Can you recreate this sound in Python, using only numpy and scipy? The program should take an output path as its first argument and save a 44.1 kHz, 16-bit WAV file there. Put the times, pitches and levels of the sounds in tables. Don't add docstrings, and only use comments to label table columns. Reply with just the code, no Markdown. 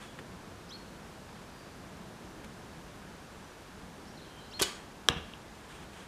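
import sys
import numpy as np
from scipy import signal
from scipy.fft import rfft, irfft
from scipy.io import wavfile
from scipy.ndimage import uniform_filter1d

SR = 44100
rng = np.random.default_rng(int(sys.argv[2]) if len(sys.argv) > 2 else 0)


def bounce(signal):
    frames = np.transpose(np.atleast_2d(signal))
    limited = np.clip(frames, -1, 1)
    pcm = np.round(limited * 32767).astype(np.int16)
    wavfile.write(sys.argv[1], SR, pcm)


N = 267907

# (frequency [Hz], level [dB])
AMBIENCE_COLOUR = [(22, -16), (48, -1.5), (125, -4), (195, -0.5), (265, -4.5), (365, -6), (600, -9.5),
                   (1000, -10.5), (1330, -13), (1620, -13), (1980, -18), (3300, -21), (7000, -26.5),
                   (10900, -32), (15000, -41)]
# (time [s], length [s], start pitch [Hz], end pitch [Hz], level [dB])
FAR_SLURS = [(0, .14, 3450, 3300, -56.5), (1.47, .27, 4820, 4600, -61.5), (3.43, .1, 6030, 5750, -61),
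             (4.045, .035, 4450, 5000, -55), (4.07, .05, 5250, 5850, -56), (4.168, .04, 4400, 3400, -52),
             (4.21, .045, 4450, 3550, -50), (4.19, .39, 3200, 3080, -55.5), (4.39, .09, 4050, 3980, -53)]
# (time [s], pitch [factor], time constant of the upward step [s],
# low voice's length [s], held note's level [dB], sweeps against that note [dB], hoarseness [0-1])
NEAR_CALLS = [(0.69, 1.015, 0.00702, 0.071, -46.5, -2.5, 0.49),
              (4.507, .992, 0.00296, 0.078, -44, -7.5, 0.18)]
# (time [s], length [s], level [dB])
RUSTLE_MOVES = [(0, 0.0487, -52.5), (.1, 0.0382, -64), (5.547, 0.125, -62), (5.681, 0.155, -56.5),
                (5.929, 0.094, -55)]
# (frequency [Hz], level [dB])
CLOTH_COLOUR = [(200, -4), (1500, 3), (2400, 1), (3300, 1.5), (4800, -12), (9000, -8.5), (11000, -21.5),
                (14000, -27)]
# (time [s], level [dB], t60 [s])
HANDLING_KNOCKS = [(0.189, -35.5, 0.022), (0.1926, -43, 0.0194), (0.1973, -45.5, 0.02863),
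                   (2.44, -44, 0.078)]
# (frequency [Hz], level [dB])
HANDLING_COLOUR = [(40, 11), (150, 12.5), (500, -7.5), (1800, 1), (3400, -5.5), (6000, -25), (10000, -17.5),
                   (15000, -41)]
# (frequency [Hz], level [dB], t60 [s])
KNOCK_MODES = [(1250, -3.5, 0.0104), (1850, -1.5, .008), (2370, -2.5, 0.0089)]
# (time [s], level [dB])
HANDLING_TICKS = [(2.4451, -40.5), (2.449, -44.5)]
# (frequency [Hz], level [dB], t60 [s])
SHAFT_MODES = [(3337, 6.5, 0.027), (5010, -9, 0.019), (5920, -17, 0.0203), (7590, -11, 0.0258),
               (10529, -19.5, 0.02065)]
# (frequency [Hz], level [dB], t60 [s])
LIMB_MODES = [(111, -16, 0.049), (379, 1, 0.0224), (543, -2, 0.01553), (756, -13.5, 0.0186),
              (1165, -7.5, 0.016)]
# (time [s], level [dB])
STRING_SLAPS = [(4.6195, -15.5), (4.6212, -15)]
# (frequency [Hz], level [dB])
CONTACT_COLOUR = [(60, -9.5), (400, -7.5), (850, -4), (1500, -3), (4500, 0.5), (11000, 2.5), (15000, -10)]
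# (frequency [Hz], level [dB], t60 [s], rise [s])
BOW_MODES = [(1145.5, -34, 0.153, 0.023), (1511.2, -36.5, 0.125, .001), (2428.4, -42.5, 0.236, .002),
             (2958, -23, 0.142, 0.035), (3423, -37.5, 0.175, .003), (3566.5, -44.5, 0.1832, .002),
             (3930, -23.5, 0.047, .004), (4438, -22.5, 0.044, 0.0038), (5046, -37.5, 0.138, 0.001896),
             (5980, -37, .09, .002), (6590, -40, 0.11, 0.001898), (6810, -45, .18, .002),
             (7500, -35.5, .11, .002), (8402, -40.5, .09, .002), (11450, -38, .03, .002)]
# (frequency [Hz], level [dB], t60 [s])
FITTING_MODES = [(3510, -6, 0.0078), (3940, -5.5, 0.0079), (4453, 1.5, 0.0087), (5040, -3, 0.0062),
                 (6588, 0, 0.0047)]
# (frequency [Hz], level [dB])
SCATTER_COLOUR = [(60, -13), (400, -3.5), (800, 2), (1200, 5), (2000, 4), (4000, -1.5), (5000, -3),
                  (8000, -2), (12000, -11.5), (15000, -6.5)]
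# (frequency [Hz], level [dB], t60 [s])
FACE_MODES = [(485.6, -22, 0.0212), (756.4, -39, 0.0214), (1195, -20.5, 0.0164), (1516, -29.5, 0.016),
              (1711, -16, 0.0167), (3294.9, -10.5, 0.005892), (3780, -8, 0.0042), (5530, -6, 0.00156),
              (7581, -23.5, 0.00157), (9235, -19.5, 0.001722)]
# (frequency [Hz], level [dB], t60 [s])
STUCK_SHAFT_MODES = [(2314, -19, 0.008997), (2706.4, -18, 0.0097), (5813, -29, 0.0041)]
# (frequency [Hz], level [dB], t60 [s])
HUM_MODES = [(223.4, -39.5, 0.323), (334, -44.5, 0.25), (475.7, -34.5, 0.302), (752.3, -42, 0.415),
             (1004, -49.5, 0.55), (1484, -50.5, .35), (1620, -50, .33), (2681, -43.5, 0.32),
             (2784, -46.5, 0.67), (2852, -45.5, 0.46), (4030, -51.5, .2)]
# (delay [s], level [dB], rise [s], t60 [s], treble edge [Hz])
RANGE_ECHOES = [(.005, -13.5, 0.0028, 0.34, 3470), (.031, -22.5, 0.002037, 0.154, 5600),
                (.076, -19.5, 0.014, 0.123, 2800), (.03, -22.5, 0.054, 0.84, 3580)]
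# (frequency [Hz], level [dB])
FAR_WALL_COLOUR = [(500, -21), (2000, -9.5), (2800, 4), (3600, -3.5), (5000, -21), (12000, -34.5)]
# (frequency [Hz], level [dB])
STAND_COLOUR = [(30, -20.5), (80, -2), (170, 1), (300, -5), (500, -8.5), (650, -7.5), (1200, -6),
                (4000, -55)]
# (frequency [Hz], level [dB], t60 [s])
ROCKING_MODES = [(79.59, -14, 0.1147), (125, -15.5, 0.047), (166, -1, 0.027), (290, -9, 0.017)]
# (frequency [Hz], level [dB], t60 [s])
BACKSTOP_MODES = [(78.9, -4, 0.26), (166.5, 1, 0.111)]

SLIDE_S, STOP_S, BUZZ_S, HIT_S = 4.5935, 4.6118, 4.6257, 5.0867
SECOND = np.arange(SR) / SR


def amp(db):
    return 10 ** (np.asarray(db) / 20)


def add(track, s, sound):
    i = max(int(round(s * SR)), 0)
    track[i:i + len(sound)] += sound[:N - i]


def through(x, response):
    return signal.fftconvolve(x, response)[:len(x)]


def unit(x):
    return x / np.sqrt(np.sum(x ** 2))


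def lowpass(x, hz, order=2):
    return signal.sosfilt(signal.butter(order, hz, fs=SR, output="sos"), x)


def highpass(x, hz, order=2):
    return signal.sosfilt(signal.butter(order, hz, "high", fs=SR, output="sos"), x)


def notch(x, hz, width_hz):
    return signal.lfilter(*signal.iirnotch(hz, hz / width_hz, fs=SR), x)


def tint(colour, size=4096):
    hz, db = np.transpose(colour)
    bins_hz = np.arange(size // 2 + 1) * SR / size
    log_gain = np.log(amp(np.interp(np.log(bins_hz + 1), np.log(hz), db)))
    cepstrum = irfft(log_gain)[:size // 2]
    return unit(irfft(np.exp(rfft(2 * cepstrum, size))))


def fade(t60):
    return amp(-60 * SECOND / t60)


def swell(x, rise):
    return x * (1 - np.exp(-SECOND / rise))


def ring(modes):
    return sum(amp(db) * fade(t60) * np.sin(2 * np.pi * hz * SECOND) for hz, db, t60 in modes)


def burst(rise, t60):
    return swell(rng.standard_normal(SR) * fade(t60), rise)


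def contact(db, t60, edge_hz):
    return amp(db) * lowpass(burst(rise=0.0002, t60=t60), edge_hz)


def wander(rate_hz):
    hold = int(SR / rate_hz)
    steps = np.repeat(rng.standard_normal(N // hold + 1), hold)
    return uniform_filter1d(steps, hold)[:N]


def traffic_and_leaves(level_db=-49):
    colour = tint(AMBIENCE_COLOUR)
    noise = signal.fftconvolve(rng.standard_normal(N + len(colour) - 1), colour, "valid")
    rumble = lowpass(noise, hz=400.9, order=1)
    wavering = rumble * (amp(1.27 * wander(rate_hz=6.97)) - 1)
    drift_db = np.interp(np.arange(N) / SR, [0, 1.2, 3, 6], [-0.15, 0.24, 0.12, -0.43])
    return amp(level_db + drift_db) * (noise + wavering)


def whistle(hz, db):
    return amp(db) * np.sin(2 * np.pi * np.cumsum(hz) / SR) * signal.windows.tukey(len(hz), 0.36)


def birds():
    near, far = np.zeros((2, N))
    for s, pitch, rise, length, db, sweep_db, hoarse in NEAR_CALLS:
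        add(near, s, amp(db) * rising_call(pitch, rise, length, sweep_db, hoarse))
    for s, length, start_hz, end_hz, db in FAR_SLURS:
        add(far, s, whistle(np.linspace(start_hz, end_hz, int(length * SR)), db))
    far *= 1 + 1.33 * wander(rate_hz=500)
    trees = unit(burst(rise=0.0049, t60=0.75))
    return near + amp(-9.5) * far + through(amp(-7.5) * near + amp(-11.5) * far, trees)


def clothing(attack_s=0.0061, release_s=0.0323):
    movement = np.zeros(N)
    for s, length, db in RUSTLE_MOVES:
        held = np.exp(-np.maximum(SECOND - length, 0) / release_s)
        add(movement, s, amp(db) * swell(held, attack_s))
    friction = rng.standard_normal(N) * movement * amp(2.0 * wander(rate_hz=72))
    return through(friction, tint(CLOTH_COLOUR))


def handling():
    knocks, rings, ticks = np.zeros((3, N))
    for s, db, t60 in HANDLING_KNOCKS:
        add(knocks, s, amp(db) * burst(rise=0.0005, t60=t60))
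        add(rings, s, amp(db - 4.0) * ring(KNOCK_MODES))
    for s, db in HANDLING_TICKS:
        add(ticks, s, contact(db, t60=0.00833, edge_hz=9500))
    return through(knocks, tint(HANDLING_COLOUR)) + rings + ticks


def waver(hz, depth):
    return hz * (1 + depth * 0.0181 * wander(rate_hz=419.2)[:len(hz)])


def rising_call(pitch, rise, length, sweep_db, hoarse, step_s=0.018):
    out = np.zeros(SR)
    flick_hz = pitch * np.linspace(4500, 6280, int(0.025 * SR))
    add(out, 0, whistle(waver(flick_hz, depth=2.68), sweep_db - 2.5))
    t = SECOND[:int(length * SR)]
    slack = (1 - np.tanh((t - step_s) / rise / 2)) / 2
    low_hz = pitch * (4267 + (2750 - 4267) * slack)
    add(out, 0.009, whistle(waver(low_hz, depth=hoarse + slack), sweep_db * slack))
    return out * (1 + hoarse * wander(rate_hz=800)[:SR])


def arrow_slide():
    scrape = np.zeros(N)
    zip_peak = np.exp(-((SECOND - 0.007) / 0.00324) ** 2)
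    add(scrape, SLIDE_S, rng.standard_normal(SR) * (zip_peak + amp(-6.0) * fade(t60=0.28)))
    return amp(-32.5) * through(scrape, unit(ring(SHAFT_MODES))) + amp(-30.5) * lowpass(scrape, hz=6500)


def bow_snap(rattle_s=4.6238, gap_s=0.0025):
    hits = np.zeros(N)
    add(hits, STOP_S + 0.001506, contact(db=-21.5, t60=0.0236, edge_hz=5500))
    for s, db in STRING_SLAPS:
        add(hits, s, contact(db, t60=0.00775, edge_hz=14800))
    for k in range(5):
        add(hits, rattle_s + k * gap_s, contact(db=-23 - 2 * k, t60=0.012 + 0.006 * k, edge_hz=9700))
    return amp(0.45) * through(hits, tint(CONTACT_COLOUR))


def bow_ring():
    out = np.zeros(N)
    for hz, db, t60, rise in BOW_MODES:
        mode = swell(ring([(hz, db, t60)]), rise)
        add(out, STRING_SLAPS[0][0], mode * amp(2.15 * wander(rate_hz=114.76)[:SR]))
    return out


def fitting_buzz(rate_hz=560, t60=0.046, count=9, jitter_s=0.00012):
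    taps = np.zeros(N)
    for k, (late, strength) in enumerate(rng.standard_normal((count, 2))):
        s = k / rate_hz
        add(taps, s + jitter_s * late, amp([1.5 * strength - 60 * s / t60]))
    return through(taps, ring(FITTING_MODES))


def bow_shot():
    direct = arrow_slide() + bow_snap()
    ringing = bow_ring()
    add(direct, BUZZ_S, amp(-22.5) * fitting_buzz())
    thud = ring(LIMB_MODES) * (1 - np.exp(-(SECOND / 0.00363) ** 2))
    add(direct, STOP_S, amp(-9) * thud)
    string_whoosh = highpass(lowpass(burst(rise=0.0036, t60=0.077), hz=896.5), hz=400)
    add(direct, SLIDE_S, amp(-19) * string_whoosh)
    scatter = lowpass(unit(burst(rise=0.004, t60=0.592)), hz=3200)
    scatter += highpass(unit(burst(rise=0.0045, t60=0.436)), hz=3200)
    around = amp(-10) * through(through(direct + amp(-15.5) * ringing, scatter), tint(SCATTER_COLOUR))
    add(around, 0.068, amp(-21.5) * lowpass(direct, hz=4700, order=4))
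    return direct + ringing + around


def face_smack():
    face = lowpass(ring(FACE_MODES), hz=11600, order=4)
    face = highpass(face, hz=372.76, order=4)
    smack = np.zeros(N)
    add(smack, 0, -amp(-4.0) * face)
    add(smack, 0.000455, face)
    add(smack, 0.0019, amp(-16.5) * lowpass(face, hz=4500))
    return notch(smack[:SR], hz=872, width_hz=315)


def arrow_hit():
    out = np.zeros(N)
    smack = face_smack()
    shaft = highpass(ring(STUCK_SHAFT_MODES), hz=900)
    add(out, HIT_S, amp(-0.21) * smack)
    add(out, HIT_S + 0.00095202, amp(-3.5) * shaft)
    add(out, HIT_S, swell(ring(HUM_MODES), rise=0.0188))
    add(out, HIT_S, amp(-33) * lowpass(burst(rise=0.00056, t60=0.077), hz=7500))
    radiated = smack + amp(2.5) * shaft
    for delay, db, rise, t60, edge_hz in RANGE_ECHOES:
        echo = through(radiated, unit(burst(rise, t60)))
        add(out, HIT_S + delay, amp(db) * lowpass(echo, edge_hz))
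    add(out, HIT_S + 0.2495, amp(-40.0) * through(radiated, tint(FAR_WALL_COLOUR)))
    return out


def boss_thump():
    click, thump = np.zeros((2, N))
    add(click, HIT_S + 0.013, contact(db=-26.5, t60=0.00813, edge_hz=5000))
    shudder = through(burst(rise=0.0029, t60=0.363), tint(STAND_COLOUR))
    add(thump, HIT_S + 0.003964, amp(-35) * shudder)
    add(thump, HIT_S + 0.01263, -amp(-22.0) * ring(ROCKING_MODES))
    add(thump, HIT_S + 0.0765, -amp(-34.5) * ring(BACKSTOP_MODES))
    return click + highpass(thump, hz=52)


def scene():
    shot = bow_shot() + arrow_hit() + boss_thump()
    return (shot + birds() + handling() + clothing() + traffic_and_leaves())[None]


def record(dry):
    ceiling, top_hz = 0.92, 15100
    rounded = dry / (1 + (dry / ceiling) ** 8) ** (1 / 8)
    return signal.sosfilt(signal.ellip(10, 0.1, 80, top_hz, fs=SR, output="sos"), rounded)


dry = scene()
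out = record(dry)
bounce(out)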